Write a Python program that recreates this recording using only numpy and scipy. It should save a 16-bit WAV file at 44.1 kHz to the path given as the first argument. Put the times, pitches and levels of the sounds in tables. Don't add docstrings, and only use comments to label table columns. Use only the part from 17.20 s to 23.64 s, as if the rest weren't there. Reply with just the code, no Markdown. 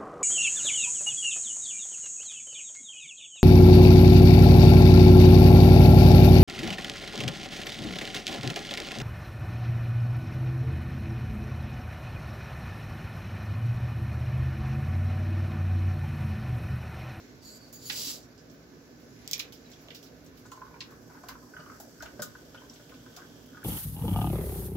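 import sys
import numpy as np
from scipy import signal
from scipy.fft import rfft, irfft, next_fast_len
from scipy.io import wavfile
from scipy.ndimage import uniform_filter1d

SR = 44100
rng = np.random.default_rng(int(sys.argv[2]) if len(sys.argv) > 2 else 0)


def master_out(mix):
    frames = np.transpose(np.atleast_2d(mix))
    ceiling = np.clip(frames, -1, 1)
    pcm = np.round(ceiling * 32767).astype(np.int16)
    wavfile.write(sys.argv[1], SR, pcm)


def gain_from_db(level_db):
    decades = np.asarray(level_db, float) / 20
    return 10 ** decades


N = 284004

# frequency in Hz, level in dB per Hz
AIR = [(25, -50), (40, -58), (55, -27), (85, -10.5), (120, -8), (160, -8.5), (200, -15), (250, 2),
       (320, -10.5), (450, -10.5), (650, -14), (900, -23), (1500, -24.5), (2300, -47.5)]
# frequency in Hz, correlation from -1 to 1
AIR_LIKENESS = [(60, .93), (180, .9), (550, .6), (1650, -.1), (4970, 0), (15000, 0)]
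# frequency in Hz, left over right in dB
AIR_LEAN = [(60, -6.5), (180, -2), (550, -4.5), (1650, -0.5), (4970, -39), (15000, 16)]
# frequency in Hz, level in dB
HUM = [(59.2, -67.5), (118.4, -65.5), (161.5, -64.5), (296.1, -65.5), (356, -67), (415, -68.5), (474, -69),
       (594, -77), (1723, -76)]
# frequency in Hz, t60 in seconds
ROOM_T60 = [(200, 0.53), (1500, 0.25), (4000, 0.18), (8000, 0.13), (16000, 0.16)]
# time in seconds, fizz in dB, bubble size (-1
FIZZING = [(0, -62.5, 0.46), (.2, -68, 0.49), (1.08, -69.5, 0.45), (1.95, -66, 0.18), (2.17, -60, 1),
           (2.33, -67.5, .2), (2.51, -64.5, 0.6), (2.75, -65, -0.093), (3.1, -70.5, 0.74),
           (3.33, -66.5, -0.054), (3.5, -68.5, 0.35), (3.74, -68.5, -0.13), (4.5, -65, -1.3),
           (5.0, -65.5, 0.16), (5.5, -66.5, 0.36), (5.84, -65.5, 0.4), (6.44, -67, 0.41)]
# frequency in Hz, level in dB per Hz
COARSE = [(1500, -1), (2100, 8.5), (3200, 2.5), (4200, 5), (5000, -34)]
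# frequency in Hz, level in dB per Hz
FINE = [(3700, -34), (4500, -1), (5500, 2.5), (7200, -2.5), (7900, -14), (8200, -29)]
# frequency in Hz, level in dB per Hz
FINEST = [(8800, -31), (10200, -1.5), (12000, 1), (15700, -3), (16500, -3), (17500, -38)]
# frequency in Hz, level in dB per Hz
SPRAY = [(7600, -14), (8000, -0.5), (10000, -11), (10500, -48)]
# time in seconds, extra level in dB
SURGES = [(2.25, 5), (3.35, -6), (3.48, -5), (3.72, 8), (3.95, 8), (4.12, 13), (4.42, 7.5), (4.55, 8),
          (4.86, 13), (5.06, 3), (5.4, 6), (6.0, 9.5), (6.39, 5)]
# start in seconds, peak in dB, pitch
# in Hz, t60 in seconds
BUMPS = [(2.3, -58, 141, 0.091), (4.985, -41, 127, .13), (5.015, -42, 480, 0.061), (4.78, -47, 63, .3),
         (4.82, -52, 148, .12), (4.1, -50, 64, .2), (4.06, -52, 700, .09), (4.1, -50, 800, 0.037),
         (4.83, -42.5, 900, 0.056), (5.985, -48, 1100, .05), (4.6, -47, 267, 0.088),
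         (4.805, -44, 296, 0.095), (4.989, -33, 218, 0.08), (5.02, -38.0, 220, 0.028),
         (0.701, -43.5, 827, 0.039), (2.686, -43.5, 576, 0.029), (2.711, -45, 507, 0.035),
         (4.038, -40, 720, 0.027), (4.391, -45.5, 613, 0.043), (4.601, -38.5, 690, 0.025),
         (4.825, -36, 643, 0.035), (4.993, -30.5, 590, 0.045), (5.97, -45.5, 724, 0.051),
         (2.656, -52, 650, .07), (3.905, -54, 755, .04), (4.652, -47.5, 665, .04), (5.341, -46, 540, 0.045),
         (5.435, -50, 513, .04), (5.596, -47.5, 587, 0.048), (2.199, -43.5, 1300, .025),
         (.69, -48, 260, 0.11), (.735, -47, 280, 0.097), (.79, -46, 235, .1), (.862, -43, 273, 0.14),
         (.905, -47, 250, .1), (0.7003, -33.5, 1495, 0.019)]
# start in seconds, peak in dB, pitch in Hz,
# t60 in seconds
LOW_KNOCKS = [(3.252, -54.5, 1000, .05), (3.317, -40.5, 1042, 0.047), (3.345, -51, 986, 0.067),
              (3.373, -44, 1050, .05), (3.415, -36, 1043, 0.046), (3.434, -52, 1065, 0.055),
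              (3.463, -49, 1120, .06), (3.507, -52, 1000, 0.061), (3.539, -45.5, 980, .05),
              (3.559, -46.5, 950, .05), (3.612, -48.5, 1063, .06), (3.719, -51, 1110, 0.055),
              (3.899, -52, 990, .06), (3.948, -49.5, 1003, .05), (3.975, -52, 890, 0.046),
              (4.036, -43.5, 1070, 0.028), (4.089, -40, 1023, 0.034), (4.108, -47, 1126, .05),
              (4.151, -49.5, 966, 0.058), (4.225, -55, 1024, 0.041), (4.263, -58, 990, 0.068),
              (4.364, -55, 1010, 0.061), (4.392, -48.5, 1243, 0.067), (4.461, -47, 1166, .05),
              (4.599, -47.5, 830, 0.034), (5.151, -52.5, 1014, .04), (5.345, -51, 970, .05),
              (5.417, -47.5, 1000, 0.043), (5.434, -54, 1046, 0.039), (5.511, -55, 1036, .05),
              (5.718, -53, 1066, .06), (5.861, -56, 1030, .06), (5.975, -55, 1120, .06)]
# start in seconds, peak in dB, pitch in Hz, t60 in seconds
CLUNKS = [(3.253, -49.5, 1490, 0.13), (3.317, -46, 1365, 0.045), (3.386, -57, 1500, 0.087),
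          (3.415, -50, 1520, 0.09), (3.464, -51, 1506, 0.22), (3.538, -55, 1490, 0.064),
          (3.556, -51, 1460, .06), (3.608, -45.5, 1895, 0.077), (3.899, -50.5, 1490, .07),
          (3.964, -48, 1487, 0.13), (4.036, -48.5, 1503, .06), (4.09, -43.5, 1510, .05),
          (4.103, -53, 1535, .06), (4.152, -48.5, 1340, .05), (4.224, -54, 1255, .04),
          (4.336, -42.5, 1525, 0.062), (4.365, -36.5, 1510, 0.058), (4.382, -45, 1370, 0.042),
          (4.4, -46, 1470, .06), (4.425, -49, 1470, 0.046), (4.467, -49, 1420, 0.069),
          (4.496, -40, 1340, 0.046), (4.519, -44.5, 1300, 0.048), (4.609, -49, 1514, 0.058),
          (4.805, -38, 1482, 0.063), (4.824, -40.5, 1565, 0.055), (4.859, -42.5, 1475, 0.042),
          (4.978, -54, 1560, .05), (4.993, -40, 1564, 0.063), (5.022, -33.5, 1480, 0.046),
          (5.04, -49, 1410, 0.049), (5.07, -60, 1480, .06), (5.151, -42, 1540, 0.039),
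          (5.323, -61, 1520, .04), (5.346, -45.5, 1456, 0.071), (5.418, -53, 1550, .07),
          (5.595, -52, 1486, 0.053), (5.718, -49, 1507, 0.085), (5.861, -50, 1543, 0.074),
          (5.971, -50, 1423, 0.076), (6.018, -42.5, 1547, 0.06), (6.332, -55, 1510, .04),
          (6.346, -45.5, 1475, .05), (6.371, -40.5, 1488, .06), (6.415, -48, 1490, .06),
          (6.43, -38.5, 1540, 0.046)]
# start in seconds, peak in dB, pitch
# in Hz, t60 in seconds, left over right in dB
PINGS = [(4.09, -45, 2090, 0.045, 2), (2.1374, -30, 2410, 0.026, -3), (2.4603, -53, 3960, 0.03, -5.5),
         (2.5346, -47, 3390, 0.032, -2), (2.7043, -45, 2960, 0.026, -6.5), (3.3169, -51, 2950, 0.035, -7),
         (3.6194, -46, 2700, 0.05, -4), (4.3655, -50.5, 3035, 0.057, -3), (4.4039, -52.5, 2960, 0.058, 2),
         (4.4603, -57, 2980, 0.05, -3), (5.0195, -40, 3730, 0.02, 1), (5.3742, -46, 3060, 0.033, 1.5),
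         (5.383, -49, 3170, .03, 1.5), (5.0, -41, 5350, 0.03, 1.5), (5.4979, -40.0, 5650, 0.018, 0.5),
         (2.199, -39, 2815, 0.043, -9.0), (2.2, -50, 3460, 0.066, -6.5), (3.607, -43, 5400, 0.064, -5.0),
         (3.607, -54, 4300, .07, -5), (4.4, -48, 4600, .04, 4.0), (4.8, -48, 5400, 0.033, 0.5),
         (3.541, -53, 2350, .04, -3)]
# start in seconds, peak in dB, pitch in Hz, t60 in seconds,
# left over right in dB
CAP_KNOCKS = [
    (.698, -35, 1995, 0.032, -10.5),
    (2.1978, -33.5, 2380, 0.018, -10.5),
]
# ratio to the pitch, level in dB
NOTE_MODES = [(0.99, -6.5), (1.07, -16.5), (0.84, -18)]
# resonance in Hz, width in Hz, level in dB
HOLLOW = [(1000, 280, 1.5), (1300, 130, 0), (1495, 69, 4)]
# start in seconds, peak in dB, centre in Hz, top against it in dB
ICE = [(3.062, -47, 5600, -13), (3.259, -47, 6400, -20), (3.316, -53, 2960, -3), (3.3164, -41, 6240, -13),
       (3.044, -61, 6000, 3), (3.194, -58, 5000, 0), (5.535, -47, 6300, -20), (3.3638, -52, 6130, -26),
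       (3.6057, -27.5, 3960, -56), (3.707, -50.5, 5180, -7), (4.034, -48, 5800, -18),
       (4.086, -33.5, 4460, -4.5), (4.6, -40, 5600, -1.5), (4.8232, -36, 5300, -10),
       (4.8587, -39, 2560, -18), (5.02, -25.5, 6340, -5), (5.345, -44.5, 2960, -23),
       (5.4969, -45, 5460, -24), (5.558, -46.5, 3850, -12), (5.694, -46, 2520, -7),
       (5.741, -46.5, 3250, -22), (5.964, -37, 4980, -7.5), (6.2594, -62, 3180, 8)]
# start in seconds, peak in dB, centre in Hz, top against it in dB
CREAKS = [(0.527, -40.5, 6650, -2.5), (1.027, -49, 6000, -20), (1.1774, -48, 5270, -37),
          (1.31, -66, 6000, 3.5), (1.2978, -49, 5450, -27), (1.799, -59, 2540, -2),
          (2.3228, -40, 4640, -10.5), (2.5157, -45, 5270, -25), (2.498, -60.5, 6000, 4.5),
          (2.6094, -61.5, 4880, 6), (2.827, -41.5, 5200, -10), (2.8615, -48.5, 4100, -12),
          (3.172, -50, 4500, -7)]
# start in seconds, peak in dB, centre in Hz, top against it in dB, t60 in seconds
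SNAPS = [(.6985, -20.5, 4230, -27, 0.044), (.7015, -21, 2910, -25, 0.055), (2.0768, -22, 5700, -12, 0.016),
         (2.1122, -19.5, 5970, -9.5, 0.03), (2.1322, -15, 5300, -13, 0.038), (2.18, -35.5, 5030, 3, 0.013),
         (2.1936, -24.5, 4940, -11, 0.067), (2.1978, -22.5, 3550, -17, 0.033),
         (2.6852, -36, 2900, -24, .014), (2.7047, -36, 2940, -23, 0.062), (2.747, -37, 4350, -12, 0.14)]
# start in seconds, hold in seconds, release in seconds, jet in dB
PUFFS = [
    (0.215, 0.08, .03, -58),
    (0.24, 0.136, .025, -58),
    (0.392, 0.11, 0.055, -65),
    (0.522, 0.04, .05, -59.5),
    (.57, .12, .05, -58),
    (0.612, 0.041, .03, -53),
    (0.648, 0.05, 0.024, -48.5),
    (0.691, 0.056, 0.034, -43.5),
    (0.745, 0.165, .1, -39.5),
    (0.926, 0.034, 0.085, -51),
]
# start in seconds, hold in seconds, release in seconds, level in dB, mode in Hz
WHISTLES = [(0.21, 0.045, .04, -65, 4600), (0.245, 0.037, 0.057, -58, 4500), (0.247, 0.093, .04, -60, 4220),
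            (0.316, 0.065, .025, -57.5, 4680), (0.245, 0.13, .03, -58, 6950),
            (0.294, 0.075, .03, -60, 7600), (0.247, 0.12, .03, -63, 11700), (0.4, 0.08, .08, -61, 4540),
            (.527, 0.032, .05, -54, 6860), (0.53, .11, .05, -62, 4700), (.6, 0.048, .03, -58, 7100),
            (0.654, 0.043, .03, -48.5, 4520), (.652, 0.031, 0.027, -48.5, 6860),
            (1.176, .01, .04, -65, 4970), (1.19, .015, .04, -68, 5100), (1.1, .025, .03, -69, 4700),
            (1.03, .015, 0.034, -66, 5600), (0.77, 0.085, 0.054, -55, 4700), (0.79, 0.11, .03, -53, 5630)]
# start in seconds, hold in seconds, release in seconds, level in dB, pitch in Hz
SQUEAKS = [(.527, .035, .03, -58, 15600), (.527, .03, .03, -61, 12800), (.528, .012, .03, -66, 10100),
           (.635, .04, .04, -52, 15600), (.654, .04, .03, -46, 9950), (.654, .035, .04, -53, 12870),
           (.724, .02, .04, -48, 15600), (.724, .02, .03, -51, 12870), (.77, .14, .05, -52, 5230),
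           (.78, .13, .05, -54, 6220), (.77, .13, .05, -54, 7340), (.76, .14, .05, -56, 15620),
           (.25, .07, .04, -59, 4510), (1.308, .03, .06, -72, 15500), (1.83, .09, .03, -78, 10450),
           (1.93, .1, .03, -77, 10950), (1.89, .05, .02, -72, 6900), (1.89, .05, .03, -79, 12800)]
# frequency in Hz, level in dB per Hz
JET = [(3200, -20), (3900, -5.5), (4700, 2.5), (5600, -2), (7100, -2.5), (7900, -3), (8600, -19)]
# frequency in Hz, level in dB per Hz
JET_LOW = [(700, -23), (1400, -29), (2400, -11), (3000, 2), (3800, 0.5), (4500, -11)]
# frequency in Hz, level in dB per Hz
JET_TOP = [(7500, -29), (8700, -4), (10200, -1), (12000, -7), (15700, -8), (16500, -21), (17500, -40)]
# frequency in Hz,
# gain in dB
HOUSING = [(20, 2.5), (7800, -0.5), (8200, -9.5), (9000, -10), (10000, -6.5), (11000, -1.5), (15800, 0),
           (15930, -48), (16500, -52), (16700, -70)]
# frequency in Hz, left over right in dB
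PORTS = [(6000, -0.5), (8000, 7.5), (10500, 5.5), (12000, -2), (16000, -2)]


def evened(x):
    return x / np.sqrt(np.mean(x ** 2) + 1e-20)


def peaked(x):
    return x / abs(x).max()


def read(points, hz):
    f, value = np.transpose(points)
    return np.interp(np.log(hz + 1), np.log(f + 1), value)


def curves(rows):
    s, *columns = np.transpose(rows)
    return [np.interp(np.arange(N) / SR, s, c) for c in columns]


def add(mix, s, sound, pan_db):
    lag = round(-1.6 * pan_db)
    for port, (start, db) in enumerate([(lag, pan_db / 2), (0, -pan_db / 2)]):
        part = mix[port, round(s * SR) + start:][:sound.shape[-1]]
        part += gain_from_db(db) * np.atleast_2d(sound)[-port][:len(part)]


def coloured(x, *spectra):
    length = x.shape[-1]
    size = next_fast_len(length)
    z, hz = rfft(x, size), np.fft.rfftfreq(size, 1 / SR)
    return [evened(irfft(z * gain_from_db(read(s, hz)), size)[..., :length]) for s in spectra]


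def resonate(x, hz, width):
    r = np.exp(-np.pi * width / SR)
    poles = [2, -4 * r * np.cos(2 * np.pi * hz / SR), 2 * r * r]
    return signal.lfilter([1 - r * r, 0, r * r - 1], poles, x)


def resonate_twice(x, hz, width):
    return resonate(resonate(x, hz, width), hz, width)


def pair(same, size=N):
    a, b = rng.standard_normal((2, size))
    return np.array([a, same * a + np.sqrt(1 - min(same, 1) ** 2) * b])


def flutter(spread_db, seconds, size=N):
    steps = rng.standard_normal(size // 32 + 1)
    steps = evened(uniform_filter1d(steps, max(round(seconds * SR / 32), 1)))
    return gain_from_db(spread_db * np.interp(np.arange(size) / 32, np.arange(len(steps)), steps))


def kitchen_air():
    frames, hz = N // 512 + 5, np.fft.rfftfreq(2048, 1 / SR)
    a, b, c, d, patches = rng.standard_normal((frames, 1025, 5)).T
    patches = evened(uniform_filter1d(uniform_filter1d(patches, 20, 0), 8, 1))
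    same = np.clip(read(AIR_LIKENESS, hz), -1, 1)[:, None]
    left = a + 1j * b
    z = np.array([left, same * left + np.sqrt(1 - same ** 2) * (c + 1j * d)])
    lean = read(AIR_LEAN, hz)[:, None] / 2
    z *= gain_from_db(read(AIR, hz)[:, None] + 1.7 * patches + np.array([lean, -lean]))
    air = signal.istft(z, nperseg=2048, noverlap=1536)[1][:, :N]
    t, hum = np.arange(N) / SR, 0
    for f, db in HUM:
        strength = gain_from_db(db) * flutter(4, .025)
        waver = .045 * np.log(f / 50) * np.log(flutter(8.7, .08))
        hum = hum + strength * np.sin(2 * np.pi * (f * t + waver + rng.random()))
    return gain_from_db(-55) * evened(air) + hum


def kitchen(x):
    taps = np.zeros((2, SR // 2))
    at = np.arange(160, SR // 2 - 20, 20) + rng.integers(0, 20, (2, (SR // 2 - 161) // 20))
    np.put_along_axis(taps, at, rng.choice([-1., 1.], at.shape), 1)
    hz, t, z = signal.stft(taps, SR, nperseg=128)
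    fade = gain_from_db(-60 * t / read(ROOM_T60, hz)[:, None])
    tail = signal.istft(z * fade, SR, nperseg=128)[1]
    return signal.fftconvolve(x, tail / np.linalg.norm(tail[0]), axes=1)[:, :N]


def fizz():
    t, (fine_db, size) = np.arange(N) / SR, curves(FIZZING)
    coarse_db = fine_db - 5.5 + 9.5 * size
    fresh = np.clip((t - 2.2) / 1.8, 0, 1)
    finest_db = -74 + 0.53 * (fine_db + 66.5) + 5.5 * fresh
    burst_db = 2.3 * np.minimum(rng.exponential(1, N), 4)
    pops = rng.standard_normal((2, N)) * gain_from_db(burst_db) * (rng.random(N) < 6000 / SR)
    pops = (evened(pops) + 1.43 * pair(0.024)) * flutter(0.59, 0.011)
    coarse, fine, finest, spray = coloured(pops, COARSE, FINE, FINEST, SPRAY)
    head = np.clip((t - 3.4) / 3.1, 0, .85)
    coarse = (1 - head) * coarse + head * evened(resonate(coarse, 3260, 450))
    finest = finest + gain_from_db(2.83 * (finest_db + 71) - 8.5) * spray
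    bubbles = gain_from_db(coarse_db + 2.5) * coarse + gain_from_db(fine_db + 1.5) * fine + gain_from_db(finest_db + 1.15) * finest
    return gain_from_db([[-.8], [.8]]) * bubbles


def stream():
    t, surge_s = np.arange(N) / SR, 0.063
    splash_db = -68 + sum(db * np.exp(-((t - s) / surge_s) ** 2) for s, db in SURGES)
    stir = resonate(pair(0.018) * flutter(0.69, 0.027), 1476, 690)
    splash = evened(resonate(stir, 1510, 84) + 0.78 * resonate(stir, 980, 480) + 0.31 * stir)
    return gain_from_db(splash_db + 1.5) * splash


def dull_bumps(out):
    t = np.arange(5000) / SR
    for s, db, hz, t60 in BUMPS:
        rise = 1 - np.exp(-(t * hz / 1.4) ** 1.5)
        thud = np.sin(2 * np.pi * hz * t) + 3 * resonate(pair(0.92, size=len(t)), hz, 0.44 * hz)
        add(out, s, gain_from_db(db + 0.5 - 60 * t / max(t60, .01)) * rise * thud, -.3)


def blows(rows, pan_db):
    return [(*row, pan_db + 2.5 * rng.uniform(-1.2, 1)) for row in rows]


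def knocks():
    out, t = np.zeros((2, N)), np.arange(5000) / SR
    for s, db, hz, t60, pan_db in [*CAP_KNOCKS, *blows(LOW_KNOCKS, 1.2), *blows(CLUNKS, 1), *PINGS]:
        rise = 1 - np.exp(-(t * hz / 2.3) ** 1.7)
        turn, grit = rng.random(len(NOTE_MODES)), pair(0.43, size=len(t))
        note = sum(gain_from_db(d) * np.sin(2 * np.pi * (k * hz * t + p)) for (k, d), p in zip(NOTE_MODES, turn))
        note = note + .17 * evened(resonate_twice(grit, hz, 540))
        note = peaked(gain_from_db(-60 * t / max(t60, .01)) * rise * note)
        if hz < 1700:
            air = 0
            for f, width, d in HOLLOW:
                near_db = d - 5.6 * abs(np.log2(f / hz))
                air = air + gain_from_db(near_db) * evened(resonate_twice(grit, f, width))
            note = note + gain_from_db(-21.5 - 60 * t / 0.19) * rise * air
        add(out, s, gain_from_db(db + 1.0) * note, pan_db)
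    dull_bumps(out)
    return out


def cracks():
    out, t = np.zeros((2, N)), np.arange(5000) / SR
    top = signal.butter(4, 9500, "high", fs=SR)
    tick = gain_from_db(-60 * t / .0025)
    rows = [(*row, -4.5) for row in SNAPS]
    rows += [(*row, 0.16, -6) for row in CREAKS]
    for row in ICE:
        khz = row[2] / 1e3
        rows.append((*row, 0.046 + 0.009 * khz, -1 + 0.24 * khz))
    for s, db, hz, top_db, t60, pan_db in rows:
        t60 = max(t60, .004)
        rattle = gain_from_db(-60 * t / t60) * (1 - np.exp(-t / 0.00022))
        burst = pair(.9, size=len(t))[0] * tick * min(0.052 / t60, 2.5)
        burst = burst + 0.38 * pair(0.15, size=len(t)) * rattle
        ring = 0.81 * resonate(burst, hz, 360) + 1.2 * resonate_twice(burst, hz, 2800)
        wide = signal.butter(3, [0.41 * hz, min(1.34 * hz, 9000)], "band", fs=SR)
        body = ring + 2.2 * signal.lfilter(*wide, burst)
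        body = signal.lfilter(*signal.butter(4, 0.58 * hz, "high", fs=SR), body)
        edge = signal.lfilter(*top, burst)
        add(out, s, gain_from_db(db) * (peaked(body) + gain_from_db(top_db + 7.5) * peaked(edge)), pan_db)
    return out


def opened(start, hold, release, size, rise=0.018):
    t = np.arange(size) / SR - start
    return np.clip(t / rise, 0, 1) ** 0.79 * gain_from_db(-25 * np.maximum(t - hold, 0) / release)


def blown(rows, noise, sharp, rise):
    out = np.zeros_like(noise)
    for s, hold, fall, db, hz in rows:
        a = round(s * SR)
        part = noise[:, a:a + round((hold + 3 * fall) * SR)]
        size = part.shape[1]
        tone = evened(resonate_twice(part, hz, hz / sharp))
        out[:, a:a + size] += gain_from_db(db) * opened(0, hold, fall, size, rise) * tone
    return out


def gas():
    size = 2 * SR + SR // 8
    flows = np.array([gain_from_db(db) * opened(s, hold, fall, size) for s, hold, fall, db in PUFFS])
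    flow = np.sqrt((flows ** 2).sum(0) + 1e-14)
    jet_db = 20 * np.log10(flow)
    top_db = np.minimum(-6 + 0.05 * (jet_db + 38), 0)
    noise = pair(0.45, size=size) * flutter(1.2, .003, size=size)
    whistle = blown(WHISTLES, noise, sharp=15, rise=.008)
    squeal = blown(SQUEAKS, noise, sharp=75, rise=.004)
    low, body, top = coloured(noise, JET_LOW, JET, JET_TOP)
    low_db = 0.48 * (np.maximum(jet_db, -90) + 38.5) - 7
    jet = flow * (body + gain_from_db(low_db) * low + gain_from_db(top_db) * top) + whistle + squeal
    jet[0] = np.roll(jet[0], 1)
    return np.pad(jet * gain_from_db([[-1.2], [1.2]]), ((0, 0), (0, N - size)))


def scene():
    crack, knock, hiss = cracks(), knocks(), gas()
    wet = gain_from_db(-5.0) * crack + gain_from_db(-6) * knock + gain_from_db(-5.5) * hiss
    return crack + knock + hiss + kitchen(wet) + fizz() + stream() + kitchen_air()


def low_pass(x):
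    return signal.sosfilt(signal.butter(12, 16550, fs=SR, output="sos"), x)


def record(dry):
    hz = np.linspace(0, SR / 2, 1025)
    housing = []
    for side in (.5, -.5):
        gain = gain_from_db(read(HOUSING, hz) + side * read(PORTS, hz))
        housing.append(signal.firwin2(601, hz, gain, fs=SR))
    rumble_filter = signal.butter(2, 36, "high", fs=SR, output="sos")
    heard = signal.sosfilt(rumble_filter, dry)
    mix = signal.oaconvolve(heard, np.array(housing), "same", axes=1)
    return low_pass(mix)


dry = scene()
out = record(dry)
master_out(out)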